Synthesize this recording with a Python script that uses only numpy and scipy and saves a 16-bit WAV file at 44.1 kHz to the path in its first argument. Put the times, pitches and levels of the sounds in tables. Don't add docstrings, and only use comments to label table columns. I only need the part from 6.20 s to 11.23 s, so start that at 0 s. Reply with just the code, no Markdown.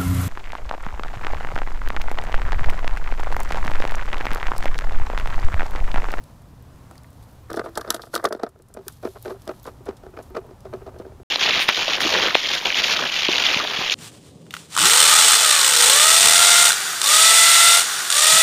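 import sys
import numpy as np
from scipy import signal
from scipy.fft import rfft, irfft, next_fast_len
from scipy.io import wavfile
from scipy.ndimage import uniform_filter1d

SR = 44100
rng = np.random.default_rng(int(sys.argv[2]) if len(sys.argv) > 2 else 0)


def gain_from_db(level_db):
    decades = np.asarray(level_db, float) / 20
    return 10 ** decades


def wav_record(signal):
    frames = np.transpose(np.atleast_2d(signal))
    bounded = np.clip(frames, -1, 1)
    quanta = np.round(bounded * 32767).astype(np.int16)
    wavfile.write(sys.argv[1], SR, quanta)


N = 221955
UPRIGHT_S, SET_DOWN_S = 2.02, 2.3


def unit(x):
    return x / np.sqrt(np.mean(x ** 2))


def highpass(x, order, hz):
    return signal.sosfilt(signal.butter(order, hz, "high", fs=SR, output="sos"), x)


def strikes(s, size):
    at = np.clip((s * SR).astype(int), 0, N - 1)
    return np.bincount(at, size, N)


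def mode(x, hz, t60):
    fade = np.exp(-np.log(1000) / (max(t60, 0.002) * SR))
    turn = 2 * np.pi * hz / SR
    return signal.lfilter([0, np.sin(turn)], [1, -2 * fade * np.cos(turn), fade ** 2], x)


def bands(x, peaks):
    out = 0
    for k, (hz, width, db) in enumerate(peaks):
        out = out + (-1) ** k * gain_from_db(db) * signal.lfilter(*signal.iirpeak(hz, hz / width, SR), x)
    return out


def walk(rate):
    k = int(SR / rate)
    held = np.repeat(rng.standard_normal(N // k + 1), k)
    return 1.33 * uniform_filter1d(held, k)[:N]


def grains(rate, spread_db):
    hit = rng.random(N) < rate / SR
    return unit(hit * rng.standard_normal(N) * gain_from_db(spread_db * rng.exponential(size=N)))


def smear(s, db, width_s):
    return np.maximum(uniform_filter1d(strikes(s, gain_from_db(db)), int(width_s * SR)), 0)


def strokes(table):
    s, db, rise_s, fall_s = np.transpose(table)[:, :, None]
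    age = np.arange(N) / SR - s
    down_db = 20 * np.where(age < 0, -age / rise_s, age / fall_s)
    return gain_from_db(db - down_db).max(axis=0)


# f/Hz, level/dB [per Hz]
SURF_SPECTRUM = [(20, -13), (75, 0), (95, -4), (118, 0), (160, -11.5), (280, -14), (360, -22.5),
                 (600, -20.5), (1000, -22.5), (2200, -35.5), (8000, -41.5), (16000, -46)]


def surf():
    size = next_fast_len(N, True)
    f = np.maximum(np.fft.rfftfreq(size, 1 / SR), 1)
    hz, db = np.transpose(SURF_SPECTRUM)
    wave = rfft(rng.standard_normal(size)) * gain_from_db(np.interp(np.log(f), np.log(hz), db))
    octave = np.floor(np.log2(np.clip(f, 30, 1100)))
    out = 0
    for k in np.unique(octave):
        out = out + irfft(wave * (octave == k), size)[:N] * gain_from_db(0.92 * walk(6))
    bass = irfft(wave * (f > 30) * (f < 160), size)
    return out / np.std(bass)


def duck(hits):
    wake_db, pull, recovery_s = -17.5, 1200.0, 0.33
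    keep = np.exp(-1 / (recovery_s * SR))
    over = np.maximum(np.abs(hits) - gain_from_db(wake_db), 0)
    return 1 / (1 + pull * signal.lfilter([1 - keep], [1, -keep], over))


# f/Hz, width/Hz, level/dB
CRACKLE_BANDS = [(7000, 4000, -8), (12000, 4000, -2), (15000, 3000, 0)]


def crackle():
    keep = np.exp(-1 / (0.0025 * SR))
    puffs = signal.lfilter([1], [1, -keep], np.abs(grains(70, 3.0)))
    return unit(bands(puffs * rng.standard_normal(N), CRACKLE_BANDS))


# t/s, level/dB, rise/s, fall/s [each for 20 dB]
BRUSHES = [(.04, -60.5, 0.069, 0.25), (1.013, -60.5, 0.21, 0.36), (1.352, -65, 0.048, 0.18),
           (1.6, -58, .2, .2), (1.756, -42, 0.083, 0.028), (1.836, -57, .1, 0.11),
           (1.952, -34.5, 0.026, 0.021), (2.054, -46, .04, 0.042), (2.699, -51.5, .1, .17),
           (2.854, -51.5, .1, 0.25), (3.043, -48.5, 0.13, 0.15), (3.457, -54.5, 0.43, .11),
           (4.041, -59, 0.062, 0.11)]


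def brushing():
    return gain_from_db(-76) + strokes(BRUSHES)


# f/Hz, width/Hz, level/dB
RUSTLE_BANDS = [(3820, 2100, -3), (7500, 5100, -5), (11000, 3400, -2.5), (14000, 1900, -9)]


def rustle(leaves):
    flicker = gain_from_db(-3.5 + 1.94 * walk(40))
    return leaves * flicker * unit(bands(grains(5000, 2.4), RUSTLE_BANDS))


# t/s, level/dB
THUMPS = [
    (1.312, -33.5),
    (2.051, -37),
]
THUMP_MODES = (70.5, 193)


def thumps():
    s, db = np.transpose(THUMPS)
    push = uniform_filter1d(strikes(s, gain_from_db(db)), 60)
    return sum(mode(push, hz, 0.07) for hz in THUMP_MODES)


# t/s, level/dB, f/Hz, t60/s
PINGS = [(.425, -44, 15200, .008), (0.712, -38, 850, 0.022), (.755, -45, 2000, .015),
         (.845, -42, 1950, 0.016), (1.286, -50, 2000, .012), (1.362, -38, 5700, .03),
         (1.576, -16, 797, .035), (2.682, -18, 14000, .006), (2.683, -33, 1620, 0.022),
         (3.025, -32, 14500, .008), (3.456, -32, 1090, 0.022), (3.97, -38.5, 2300, .02),
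         (4.149, -37, 2200, .015)]


def pings():
    out = 0
    for s, db, hz, t60 in PINGS:
        strike = strikes(np.array([s]), gain_from_db([db - 4.5]))
        for apart in (0.95, 1.06):
            out = out + mode(strike, hz * apart, t60)
    return out


# f/Hz, width/Hz, level/dB
SLIDE_BANDS = [(383.4, 117, -0.5), (627, 206, 0), (1235, 402, -7)]


def slide():
    s, low_db = np.transpose(TIPPED + CARRIED)[:2]
    shift_db = 0.7 * (low_db + 26.5) - 23.5 + np.where(s > SET_DOWN_S, 41, 36)
    settle_s, settle_db = 0.1, -13
    shift = smear(s + 0.009, shift_db, 0.03)
    shift = shift + smear(s + settle_s / 2, shift_db + settle_db, settle_s)
    return shift * gain_from_db(4.04 * walk(40)) * unit(bands(grains(2300, 2.37), SLIDE_BANDS))


# t/s, level/dB, rise/s, fall/s [each for 20 dB]
GRINDS = [
    (1.37, -57, 0.07, .08),
    (1.445, -63, .05, .1),
    (1.68, -62, .1, .06),
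    (1.86, -56, .08, .07),
    (1.96, -45, .04, 0.052),
    (2.14, -56, 0.12, 0.04),
]


def scrape():
    s, db = np.transpose(CLASHES)[:2]
    rub = smear(s + 0.004, 0.38 * (db + 12) - 31.5 + 27, 0.03)
    rough = unit(bands(grains(6000, 4.34), DULL_BANDS + BRIGHT_BANDS[:1]))
    return (rub + strokes(GRINDS)) * gain_from_db(5.0 * walk(60)) * rough


# f/Hz, width/Hz, level/dB
DULL_BANDS = [(3520, 730, 0), (4216, 490, 3.5), (4890, 1280, -1.5), (6370, 1000, -12)]
# f/Hz, width/Hz, level/dB
BRIGHT_BANDS = [(8340, 6100, -4.5), (11720, 1200, 1.5), (12400, 11000, -11)]
# t/s, peak level/dB, brightness/dB, length/ms
CLASHES = [(1.303, -34.5, -2, 2.5), (1.3303, -27.5, -2, 1.6), (1.3481, -38, -1, 2), (1.3598, -40, -1, 6.6),
           (1.3676, -36, 10, 2.1), (1.3953, -35, -6, 1.3), (1.449, -48.5, 1, 4.4), (1.5543, -31, -8, 3.5),
           (1.5745, -20, 2, 3.1), (1.6111, -28.5, -5, 2.3), (1.676, -44, -12, 7.3),
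           (1.7041, -1, -2.5, 1.26), (1.7445, -19.5, 2, 2.3), (1.7632, -30, -10, 1.9),
           (1.8189, -29, -10, 1.6), (1.8294, -43, -10, 6), (1.9402, -27, 12, 0.88),
           (1.9441, -21.5, -2.5, 0.89), (1.9616, -18, -7.5, 2), (1.9766, -30.5, -20, 2),
           (2.0421, -22.5, 3.5, 1.6), (2.0534, -12.5, -13, 2.25), (2.0873, -39, 5, 2.7),
           (2.1258, -24.5, -4.5, 2.1), (2.2324, -29, -14, 2), (2.29, -48, 15.5, 3.3)]
# t/s, peak level/dB, brightness/dB, length/ms
SNAPS = [(0.0384, -40.5, 0, 1.5), (0.2191, -53.5, 11, 3.8), (0.4253, -45, 14, 0.55), (0.559, -51, 12, 1.1),
         (0.711, -43.5, 3, 2.2), (0.7556, -43.5, -1, 0.93), (0.7793, -36, -6, 0.89), (0.834, -43, 4, 0.87),
         (0.93, -50, 14, 1.8), (1.0266, -51, 1, 4.4), (2.39, -51, 3, 0.8), (2.4216, -46, 8, 1.8),
         (2.485, -52, 14, 4), (2.5398, -37, 17, 2.9), (2.6812, -22.5, 6.5, 1.65), (2.723, -47, 19, 7.1),
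         (2.828, -39, 9, 0.98), (2.8885, -41, -5, 1.1), (3.026, -37.5, 15, 1.9), (3.2192, -43.5, 4, 3.2),
         (3.254, -50, 9, 2.8), (3.277, -26.5, -4, 0.71), (3.3972, -45, 10, 2.2), (3.442, -38, 6, 0.91),
         (3.4653, -41.5, 2, 5.6), (3.6559, -46.5, 5, 4.9), (3.7683, -46, -2, 5.2), (4.025, -48, 21, 7.1),
         (4.4057, -43.5, -2, 1.1), (4.786, -46.5, -4, 4.8)]


def ticks():
    rims = [(s - 0.0015, db - 16 + 0.3 * high_db, -15, 3.6) for s, db, high_db in TIPPED + CARRIED]
    s, db, bright_db, ms = np.transpose(CLASHES + SNAPS + rims)
    age = np.arange(1400)
    shape = np.minimum(age / 1.3, 1) * gain_from_db(-10 * age / (1.38 * ms[:, None] * SR / 1000))
    at = np.clip((s[:, None] * SR).astype(int) + age, 0, N - 1).ravel()
    dull = 1 / (1 + gain_from_db(bright_db) ** 2)
    out = 0
    for part, peaks in ((dull, DULL_BANDS), (1 - dull, BRIGHT_BANDS)):
        burst = (gain_from_db(db - 2.5) * np.sqrt(part))[:, None] * shape
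        swell = np.sqrt(np.bincount(at, burst.ravel() ** 2, N))
        noise = rng.standard_normal(N)
        out = out + bands(swell * noise, peaks) / np.std(bands(noise, peaks))
    return out


# t/s, low ring level/dB, upper modes over it/dB
TIPPED = [(0.7112, -48.5, 1), (1.3019, -29, 1), (1.3153, -28, -0.5), (1.342, -22.5, -5.5),
          (1.3726, -16, -10), (1.3943, -16.5, -2.5), (1.4424, -28.5, -13), (1.4638, -33, -9),
          (1.4892, -36, -4.5), (1.5575, -35.5, 1), (1.5744, -19, -1.5), (1.614, -34.5, 6.5),
          (1.6483, -30, -3.5), (1.6766, -29, -5), (1.7061, -28.5, 12), (1.7442, -23.5, 1), (1.796, -35, 2),
          (1.837, -37, -1), (1.94, -20.5, 0.5), (1.9611, -20, 2), (1.9976, -30.5, 2.5),
          (2.042, -14.5, -7.5), (2.0514, -12.5, 1.5), (2.0724, -26, -4), (2.1258, -19.5, -5.5),
          (2.1493, -23.5, -12.5), (2.1692, -45, -1), (2.1973, -30.5, -3), (2.2346, -14.5, -9),
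          (2.266, -29, -6)]
# t/s, low ring level/dB, upper modes over it/dB
CARRIED = [(2.5711, -28, -10.5), (2.5904, -34, -18), (2.6824, -51.5, 17), (2.8334, -26, -13.5),
           (2.8518, -19, -13), (2.9596, -40, -14), (3.0568, -25.5, -6), (3.0804, -21.5, -15),
           (3.105, -23, -13.5), (3.147, -38.5, -18), (3.2761, -27.5, -7), (3.2922, -21, -6.5),
           (3.4555, -37.5, -1.5), (3.478, -32, -8), (3.668, -27, -12.5), (3.689, -20, -12),
           (3.8358, -37, -10), (3.8647, -33.5, -10), (3.9726, -30.5, -5.5), (3.99, -28, -8.5),
           (4.1515, -25.5, -8), (4.1689, -18, -7.5), (4.249, -39.5, -26), (4.3093, -35, -13),
           (4.4537, -28, -14), (4.5376, -22, -12), (4.666, -29.5, -16), (4.6775, -32, -25),
           (4.7994, -27.5, -20), (4.866, -35.5, -18)]
# t/s, low ring level/dB
SHIFTS = [(0.752, -60), (1.4764, -38), (1.688, -28.5), (1.871, -37), (2.0268, -32), (2.1089, -23),
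          (2.358, -47), (2.398, -45.5), (2.502, -49.5), (2.5491, -40), (2.6671, -41), (2.8733, -29.5),
          (3.607, -47), (3.9393, -37), (4.107, -41), (4.214, -38), (4.29, -43), (4.5279, -31),
          (4.6178, -36), (4.7435, -38.5), (4.7626, -37), (4.8112, -40), (4.8501, -35.5), (4.8945, -43.5),
          (4.92, -43), (5.0, -43)]


def knocks(count=2):
    shifts = [(*row, -9.5) for row in SHIFTS]
    s, low_db, high_db = np.transpose(TIPPED + CARRIED + shifts)
    chance = rng.standard_normal((len(s), 3, count + 1))
    turn = np.arange(count + 1)
    when = s[:, None] + 0.013 * turn * np.exp(0.3 * chance[:, 0])
    low_db = low_db[:, None] - 14.5 * np.sqrt(turn) + 1.5 * chance[:, 1] * (turn > 0)
    air_db = -5.0 - 6.5 * (when < SET_DOWN_S) + (0.66 - 1) * (low_db + 28) + 2.2 * chance[:, 2]
    return when.ravel(), low_db.ravel(), np.repeat(high_db, count + 1), air_db.ravel()


# f/Hz, level/dB, t60/s, stance [0 tipped, 1 upright]
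AIR_NOTE = [(335.8, -1.5, 0.15, 0), (372.4, -5.5, 0.12, 1), (394, -4.5, 0.085, 1)]
# f/Hz, level/dB, t60/s
LOW_WALL = [(210.4, -15.5, 0.046), (447.6, 0.5, 0.029), (618.4, 0, 0.026), (682, -8, 0.041),
            (799, -6, 0.013)]
# f/Hz, level/dB, t60/s
HIGH_WALL = [(935, -12, 0.03), (1206, -6, .035), (1328, 5.5, 0.012), (1537, -5.5, 0.02), (1770, 0, 0.0065),
             (2435, -9.5, 0.011), (3000, -16.5, 0.011)]


def bottle(count=6):
    s, low_db, high_db, air_db = knocks()
    scatter = 0.3 * rng.standard_normal((len(s), count))
    when = s[:, None] + (np.arange(count) - 3 + scatter) * 0.002154
    weight = np.array([0.12, 0.15, 0.27, 0.99, 0.61, 0.34])
    # mode, push in dB, knocks that sound it
    modes = [(m[:3], low_db + 0.9 * air_db, (s >= UPRIGHT_S) == round(m[3])) for m in AIR_NOTE]
    modes += [(m, low_db - 3.0, 1) for m in LOW_WALL]
    modes += [(m, low_db + high_db - 2.5, 1) for m in HIGH_WALL[:5]]
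    modes += [(m, low_db + high_db, s > SET_DOWN_S) for m in HIGH_WALL[5:]]
    chance = rng.standard_normal((len(s), len(modes), count))
    out = 0
    for k, ((hz, db, t60), push_db, on) in enumerate(modes):
        share = np.sign(chance[:, k]) * (0.99 + 0.5 * np.abs(chance[:, k]))
        size = (on * gain_from_db(push_db + db))[:, None] * weight * share
        push = uniform_filter1d(strikes(when.ravel(), size.ravel()), int(0.4 * SR / hz) + 1)
        out = out + mode(push, hz, t60)
    return out


def rock_echo(hits):
    age = np.arange(4000)
    rock = rng.standard_normal(len(age)) * gain_from_db(-60 * age / SR / 0.05) * (age > 90)
    return gain_from_db(-39) * signal.oaconvolve(hits, rock)[:N]


def scene():
    leaves = brushing()
    body = highpass(bottle() + slide(), 6, 215)
    edges = highpass(ticks() + scrape(), 3, 2900)
    hits = body + edges + pings()
    background = gain_from_db(-46.5) * surf() + leaves ** 0.58 * gain_from_db(-36) * crackle()
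    mix = hits + rock_echo(hits) + thumps() + rustle(leaves) + duck(hits) * background
    return mix[None]


def low_pass(x):
    return signal.sosfilt(signal.butter(12, 16820, fs=SR, output="sos"), x)


def record(dry):
    soft = np.tanh(1.6 * dry) / 1.6
    cut = signal.sosfilt(signal.cheby2(10, 28, 15950, fs=SR, output="sos"), soft)
    return low_pass(cut)


dry = scene()
out = record(dry)
wav_record(out)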